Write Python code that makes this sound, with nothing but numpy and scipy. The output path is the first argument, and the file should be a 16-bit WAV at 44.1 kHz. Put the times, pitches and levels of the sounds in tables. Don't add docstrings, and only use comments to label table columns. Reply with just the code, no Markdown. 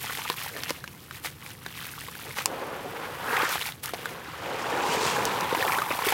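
import sys
import numpy as np
from scipy import signal
from scipy.fft import rfft, irfft, next_fast_len
from scipy.io import wavfile
from scipy.ndimage import map_coordinates

SR = 44100
rng = np.random.default_rng(int(sys.argv[2]) if len(sys.argv) > 2 else 0)


def output_pcm(signal):
    pcm = np.clip(np.atleast_2d(signal).T, -1, 1) * 32767
    wavfile.write(sys.argv[1], SR, np.round(pcm).astype(np.int16))


N = 270333
TOP_HZ = 15900

# (frequency [Hz], relative level [dB])
CRUMB_PITCHES = [(500, -9), (1050, 0.5), (2100, -0.5), (3300, -3.5), (6000, -24)]
# (frequency [Hz], relative level [dB])
GURGLE_PITCHES = [(280, -5), (500, 0), (950, -1), (2300, -7.5), (4200, -21)]
# (frequency [Hz], relative level [dB])
GRIT_COLOUR = [(500, 2), (1500, 4.5), (3500, 4.5), (7500, 0), (13000, 3.5), (16000, -1)]


def amp(db):
    return 10 ** (np.asarray(db) / 20)


def unit(x):
    return x / np.sqrt(np.mean(x ** 2) + 1e-20)


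def along(points, hz):
    point_hz, db = np.transpose(points)
    octave, known = np.log2(hz + 1), np.log2(point_hz)
    outside = np.abs(octave - np.clip(octave, known[0], known[-1]))
    return np.interp(octave, known, db) - 20 * outside


def wobble(rate):
    knots = rng.standard_normal(4096)
    return map_coordinates(knots, [np.arange(N) * rate / SR], order=1, mode="wrap")


def filtered(x, response):
    m = next_fast_len(N + 8192)
    return irfft(rfft(x, m) * response(np.fft.rfftfreq(m, 1 / SR)), m)[:N]


def coloured(x, spectrum):
    return unit(filtered(x, lambda hz: amp(along(spectrum, hz))))


def low_cut(x, hz):
    return signal.sosfilt(signal.butter(2, hz, "highpass", fs=SR, output="sos"), x)


def add(track, s, sound):
    start = int(np.clip(round(s * SR), 0, N - 1))
    track[start:start + len(sound)] += sound[:N - start]


def scattered(when, sounds):
    samples = (when * N).astype(int) + np.arange(sounds.shape[1])
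    return np.bincount(samples.ravel(), sounds.ravel(), N)[:N]


def gestures(rows, attack_s, release_s, growth_db=0):
    t, power = np.arange(N) / SR, np.zeros(N)
    for s, length, db in rows:
        age = np.maximum(t - s, 0)
        held = np.minimum(age, length)
        attack = 1 - np.exp(-age / attack_s)
        release = np.exp((held - age) / release_s)
        power += (amp(db + growth_db * held) * attack * release) ** 2
    return np.sqrt(power)


def swell(peak_s, db, rise_s, fall_s):
    t = np.arange(N) / SR - peak_s
    return amp(db) * np.exp(-(t / np.where(t < 0, rise_s, fall_s)) ** 2)


def swells(rows):
    return np.sqrt(sum(swell(*row) ** 2 for row in rows))


def crackle(count, size_db, clump_db, clump_rate, blur_db):
    decay_s, tint_db = 0.00043, 6
    when, size, tint = rng.random((count, 3)).T[:, :, None]
    k = np.arange(SR // 900)
    bursts = rfft(np.exp(-k / SR / decay_s) * rng.standard_normal((count, len(k))))
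    band = np.sqrt(np.linspace(0, 2, bursts.shape[1]))
    level_db = tint_db * np.cos(2 * np.pi * (band + tint)) - size_db * np.log(size + .015)
    grains = scattered(when, irfft(bursts * amp(level_db), len(k)))
    blur = amp(blur_db) * rng.standard_normal(N)
    return (unit(grains) + blur) * amp(clump_db * wobble(clump_rate))


def pocket(t, hz, cycles, rise, onset):
    age = t * hz / cycles
    attack = 1 - np.exp(-t * hz / onset)
    ringing = np.sin(2 * np.pi * hz * t * (1 + rise * np.minimum(age, 10) / 2))
    return attack * np.exp(-age) * ringing


def bubbles(spectrum, count, cycles, rise, size_db):
    when, pick, size, sign = rng.random((count, 4)).T[:, :, None]
    grid = np.arange(150, 8000)
    share = np.cumsum(grid * amp(along(spectrum, grid)) ** 2)
    hz = np.interp(pick, share / share[-1], grid)
    t = np.arange(SR // 70) / SR
    sizes = amp(-size_db * np.log(size + .04)) * np.sign(sign - .5)
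    return unit(scattered(when, sizes * pocket(t, hz, cycles, rise, onset=0.26)))


def resonance(f, hz, width):
    return 1j * f * width / (hz * hz - f * f + 1j * f * width)


def sloshed(x, response):
    shift, sloshes_per_s = .07, 9
    depth = np.clip(wobble(sloshes_per_s), -1, 1)
    total = np.zeros(N)
    for k in (-1, 0, 1):
        tuned = filtered(x, lambda f: response(f * (1 + shift) ** k))
        total += np.maximum(1 - np.abs(depth - k), 0) * tuned
    return unit(total)


def rumbling():
    # (frequency [Hz], relative level [dB])
    room_colour = [(25, -6), (65, 5.5), (140, 9.5), (300, -1.5), (800, -12.5), (3000, -23), (8000, -27.5),
                   (13000, -25.5)]
    return amp(-47) * coloured(rng.standard_normal(N), room_colour)


def room(x):
    t, wet, hop = np.arange(SR // 5) / SR, np.zeros(N), SR // 8
    for start in range(0, N, hop):
        tail = rng.standard_normal(len(t)) * amp(-60 * t / 0.081) * (t > .003)
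        tail /= np.linalg.norm(tail)
        add(wet, start / SR, signal.fftconvolve(x[start:start + hop], tail))
    return filtered(wet, lambda hz: 1 / (1 + 1j * hz / 4000))


def hollow(x):
    # (frequency [Hz], width [Hz], gain at the centre [dB])
    air_modes = [(215, 62, -3.5), (484, 62, 1.5), (627, 136, -6), (860, 120, 1)]

    def response(f):
        return np.prod([1 + (amp(db) - 1) * resonance(f, hz, width) for hz, width, db in air_modes], axis=0)
    return filtered(x, response)


def scraping():
    # (peak time [s], relative level [dB], rise [s], fall [s])
    sand_rubs = [(3.535, -38, 0.14, 0.04), (4.945, -34, 0.079, 0.033), (5.075, -32, 0.091, 0.087),
                 (5.15, -41.5, .65, 0.38)]
    # (frequency [Hz], relative level [dB])
    scrape_colour = [(800, -9), (1500, 8), (4500, 3.5), (7500, 0), (11000, -9), (16000, -14)]
    rub = crackle(count=12000, size_db=1, clump_db=1.5, clump_rate=98, blur_db=-1.5)
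    wall = sloshed(rub, lambda f: resonance(f, hz=930, width=420) ** 2)
    ring = swell(peak_s=5, db=-32, rise_s=0.32, fall_s=1) * wall
    hiss = swells(sand_rubs) * coloured(rub, scrape_colour)
    return ring + amp(2.5) * hiss


def raking():
    # (peak time [s], level [dB], rise [s], fall [s])
    bottom_rubs = [(.575, -41.5, 0.059, .055), (2.28, -44, 0.045, 0.037), (2.49, -37, 0.041, 0.76),
                   (3.32, -36, 0.11, 0.1), (4.08, -42, 0.16, .17), (4.52, -35.5, 0.11, 0.16),
                   (4.8, -31.5, 0.18, 0.76)]
    # (frequency [Hz], width [Hz], relative level [dB])
    basin_modes = [(165, 84, -10), (267, 150, -3.5), (492, 138, 2.5), (763, 336, -4)]
    # (frequency [Hz], relative level [dB])
    thrum_colour = [(60, -9), (140, 0.5), (300, -1), (450, -7)]

    def bottom(f):
        return sum((-1) ** k * amp(db) * resonance(f, hz, width)
                   for k, (hz, width, db) in enumerate(basin_modes))
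    rub = crackle(count=6000, size_db=1.5, clump_db=0.6, clump_rate=54, blur_db=-3)
    drumming = sloshed(rub, bottom)
    pressure = swells(bottom_rubs)
    uneven = amp(1 * wobble(14))
    press = swell(peak_s=5, db=-40, rise_s=0.12, fall_s=0.75)
    thrum = coloured(crackle(count=2000, size_db=1.5, clump_db=2, clump_rate=30, blur_db=-5), thrum_colour)
    return pressure * uneven * drumming + press * thrum


def churning():
    wave = swell(peak_s=4.9, db=-33.5, rise_s=0.51, fall_s=0.74)
    return wave * bubbles(GURGLE_PITCHES, count=2400, cycles=4.2, rise=.06, size_db=2.5)


def lifting():
    clear_s, release_s = 3.555, 0.031
    since_clear = np.maximum(np.arange(N) / SR - clear_s, 0)
    return swell(peak_s=3.375, db=-25, rise_s=0.1, fall_s=0.15) * np.exp(-since_clear / release_s)


def scooping():
    # (frequency [Hz], relative level [dB])
    handful_pitches = [(450, -10), (950, -0.5), (1500, -0.5), (2400, -11.5)]
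    return lifting() * bubbles(handful_pitches, count=5000, cycles=3.6, rise=.06, size_db=2.5)


def stirring():
    # (start [s], length [s], relative level at the start [dB])
    strokes = [(2.44, 1.0, -43), (3.925, 0.52, -46.5), (4.42, .25, -40.5), (4.65, 0.86, -38)]
    # (frequency [Hz], relative level [dB])
    swish_colour = [(300, -8), (1000, 2.5), (1600, -0.5), (3000, -9), (5500, -21.5)]
    attack_s, release_s = .025, 0.04
    lift = lifting()
    flow = gestures(strokes, attack_s, release_s, growth_db=4.5) + amp(-18) * lift
    grit = amp(-15.5) * gestures(strokes, attack_s, release_s, growth_db=10) + amp(-21.0) * lift
    silt = crackle(count=15000, size_db=2.0, clump_db=2.0, clump_rate=56, blur_db=-2.0)
    grains = crackle(count=12000, size_db=3, clump_db=1.5, clump_rate=130, blur_db=1)
    froth = bubbles(CRUMB_PITCHES, count=3500, cycles=2.6, rise=.04, size_db=2)
    aerated = np.interp(np.arange(N) / SR, [3.1, 3.6], [.05, .45])
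    water = np.sqrt(1 - aerated) * coloured(silt, swish_colour) + np.sqrt(aerated) * froth
    return amp(1.5) * flow * water + amp(3.0) * grit * coloured(grains, GRIT_COLOUR)


def pouring():
    # (start [s], length [s], relative level [dB])
    pours = [(5.52, 0.26, -28), (5.897, 0.024, -25.5), (5.99, 0.13, -33.5)]
    trickle = (pours[0][0], N / SR, -40)
    streams = pours + [trickle]
    gurgle = gestures(streams, attack_s=0.0081, release_s=0.026)
    spray = gestures(streams, attack_s=0.043, release_s=0.043)
    water = bubbles(GURGLE_PITCHES, count=2800, cycles=3.2, rise=.06, size_db=3.2)
    grains = crackle(count=12000, size_db=-0.5, clump_db=2.5, clump_rate=85, blur_db=-3)
    return amp(-.6) * gurgle * low_cut(water, hz=343) + amp(-8.0) * spray * coloured(grains, GRIT_COLOUR)


def squirting():
    # (start [s], relative level [dB], length [s])
    squirts = [(1.238, -35.5, 0.036), (3.521, -35, .02), (3.658, -32, 0.01), (3.831, -34, 0.019)]
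    t = np.arange(N) / SR
    spurts = sum(amp(db) * np.exp(-(2 * (t - s) / length - 1) ** 2) for s, db, length in squirts)
    grains = crackle(count=14000, size_db=2, clump_db=1.5, clump_rate=300, blur_db=-2)
    return amp(1) * spurts * coloured(grains, GRIT_COLOUR)


def crunching():
    # (start [s], length [s], level [dB])
    crunches = [(.042, 0.019, -38), (.17, 0.013, -31), (.366, 0.06, -45), (.688, 0.0069, -29.5),
                (1.244, 0.028, -35.5), (2.362, 0.044, -34), (3.929, 0.016, -35.5), (6.116, 0.0055, -22)]
    # (frequency [Hz], relative level [dB])
    crunch_colour = [(300, -6), (1200, -1), (2300, 0), (7000, -13.5), (14000, -23)]
    fractures = crackle(count=7000, size_db=3, clump_db=2.5, clump_rate=400, blur_db=-12)
    return gestures(crunches, attack_s=0.0022, release_s=0.0075) * coloured(fractures, crunch_colour)


def splashes(events, cycles, spray_db, spray_t60, echo_db, echo_t60):
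    track, t = np.zeros(N), np.arange(SR // 16) / SR
    for s, db, hz in events:
        spray, scatter = rng.standard_normal((2, len(t)))
        pole = np.exp(-2 * np.pi * 1.1 * hz / SR)
        spray = unit(signal.lfilter([1], [1, -pole], spray))
        life = np.interp(s, [0, N / SR], cycles)
        life = life * min(1, hz / 1100)
        tone = pocket(t, hz, life, rise=.035, onset=.08)
        small_hz = min(hz * (2 + rng.random() / 2), TOP_HZ)
        satellite = amp(-7) * pocket(t, small_hz, life, rise=.02, onset=1)
        ring = tone + satellite + amp(spray_db - 60 * t / spray_t60) * spray
        walls = scatter * amp(-60 * t / echo_t60) * (t > .001)
        echo = signal.fftconvolve(ring, walls / np.linalg.norm(walls))[:len(t)]
        add(track, s, amp(db) * (ring + amp(echo_db) * echo))
    return track


def snapping():
    # (time [s], relative level [dB], pitch [Hz])
    snaps = [(.2999, -6, 4000), (.6353, -10, 4770), (.7058, -8.5, 5100), (2.4583, 2, 6900),
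             (3.492, -9, 12500), (3.8583, -6, 12500), (5.254, -4.5, 6200), (5.409, -11, 5030)]
    sound = splashes(snaps, cycles=(.8, .8), spray_db=-13.5, spray_t60=0.0079, echo_db=-16, echo_t60=0.037)
    return low_cut(sound, hz=1000)


def plopping():
    # (time [s], relative level [dB], pitch [Hz])
    plops = [(.043, -24, 820), (.097, -22, 1360), (.107, -23, 1110), (.3, -12.5, 1020), (.565, -22.5, 1690),
             (.635, -23.5, 1710), (.706, -17.5, 500), (.707, -22, 920), (.841, -23, 1580),
             (.877, -25, 2600), (1.11, -22.5, 1450), (1.463, -25.5, 2280), (1.663, -19, 1580),
             (2.084, -26.5, 1020), (2.153, -29, 1500), (2.308, -25.5, 2030), (2.405, -26, 1120),
             (2.458, -19.5, 970), (3.368, -16.5, 3160), (3.431, -15.5, 515), (3.556, -15, 890),
             (3.614, -16, 3060), (3.622, -19, 3750), (3.722, -24.5, 3560), (3.893, -24.5, 1300),
             (3.936, -15.5, 665), (4.057, -17, 1510), (4.948, -17, 510), (5.166, -18, 1580),
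             (5.526, -13.5, 480), (5.549, -11.5, 950), (5.626, -13.5, 1760), (5.649, -15, 640),
             (5.684, -16.5, 965), (5.721, -14, 2230), (5.786, -14.5, 1504), (5.819, -14, 1180),
             (5.907, -17, 590), (5.99, -16.5, 980), (6.022, -19, 1010), (6.047, -20, 1410),
             (6.087, -12, 2010), (6.123, -15, 830)]
    sound = splashes(plops, cycles=(2.0, 3.7), spray_db=-12.0, spray_t60=0.02, echo_db=-7.5, echo_t60=0.024)
    return low_cut(sound, hz=171)


def crumbling():
    # (start [s], length [s], relative level [dB])
    squeezes = [(-.03, .35, -39), (.358, 0.12, -39), (.518, 0.1, -44), (.598, .11, -42), (.73, .05, -46.5),
                (1.118, 0.051, -44.5), (1.228, 0.055, -45), (1.405, 0.11, -48), (1.605, 0.19, -50),
                (1.745, 0.14, -42.5), (1.895, 0.457, -46.5), (2.35, 0.067, -40), (3.485, 0.073, -36),
                (3.565, 0.12, -37.5), (3.832, 0.047, -39.5), (3.925, .19, -47), (5.8, 0.27, -41),
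                (6.035, .095, -32)]
    holding = (0, 2.6, -53.5)
    attack_s = 0.012
    patter = np.hypot(gestures(squeezes, attack_s, release_s=.022), amp(-57))
    grit = np.hypot(gestures(squeezes + [holding], attack_s, release_s=0.035), amp(-58))
    crumbs = bubbles(CRUMB_PITCHES, count=3600, cycles=2.2, rise=.03, size_db=4.7)
    grains = crackle(count=9000, size_db=3.2, clump_db=2.0, clump_rate=130, blur_db=-5)
    return amp(1) * patter * crumbs + grit * coloured(grains, GRIT_COLOUR)


def scene():
    clay = crumbling() + crunching() + squirting() + snapping()
    water = stirring() + churning() + scooping() + pouring() + plopping()
    near = clay + water + raking() + scraping()
    return hollow(near + amp(-14.0) * room(near) + rumbling())[None]


def record(dry):
    bass_cut = low_cut(dry, hz=78)
    return np.array([filtered(channel, lambda hz: hz < TOP_HZ) for channel in bass_cut])


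dry = scene()
out = record(dry)
output_pcm(out)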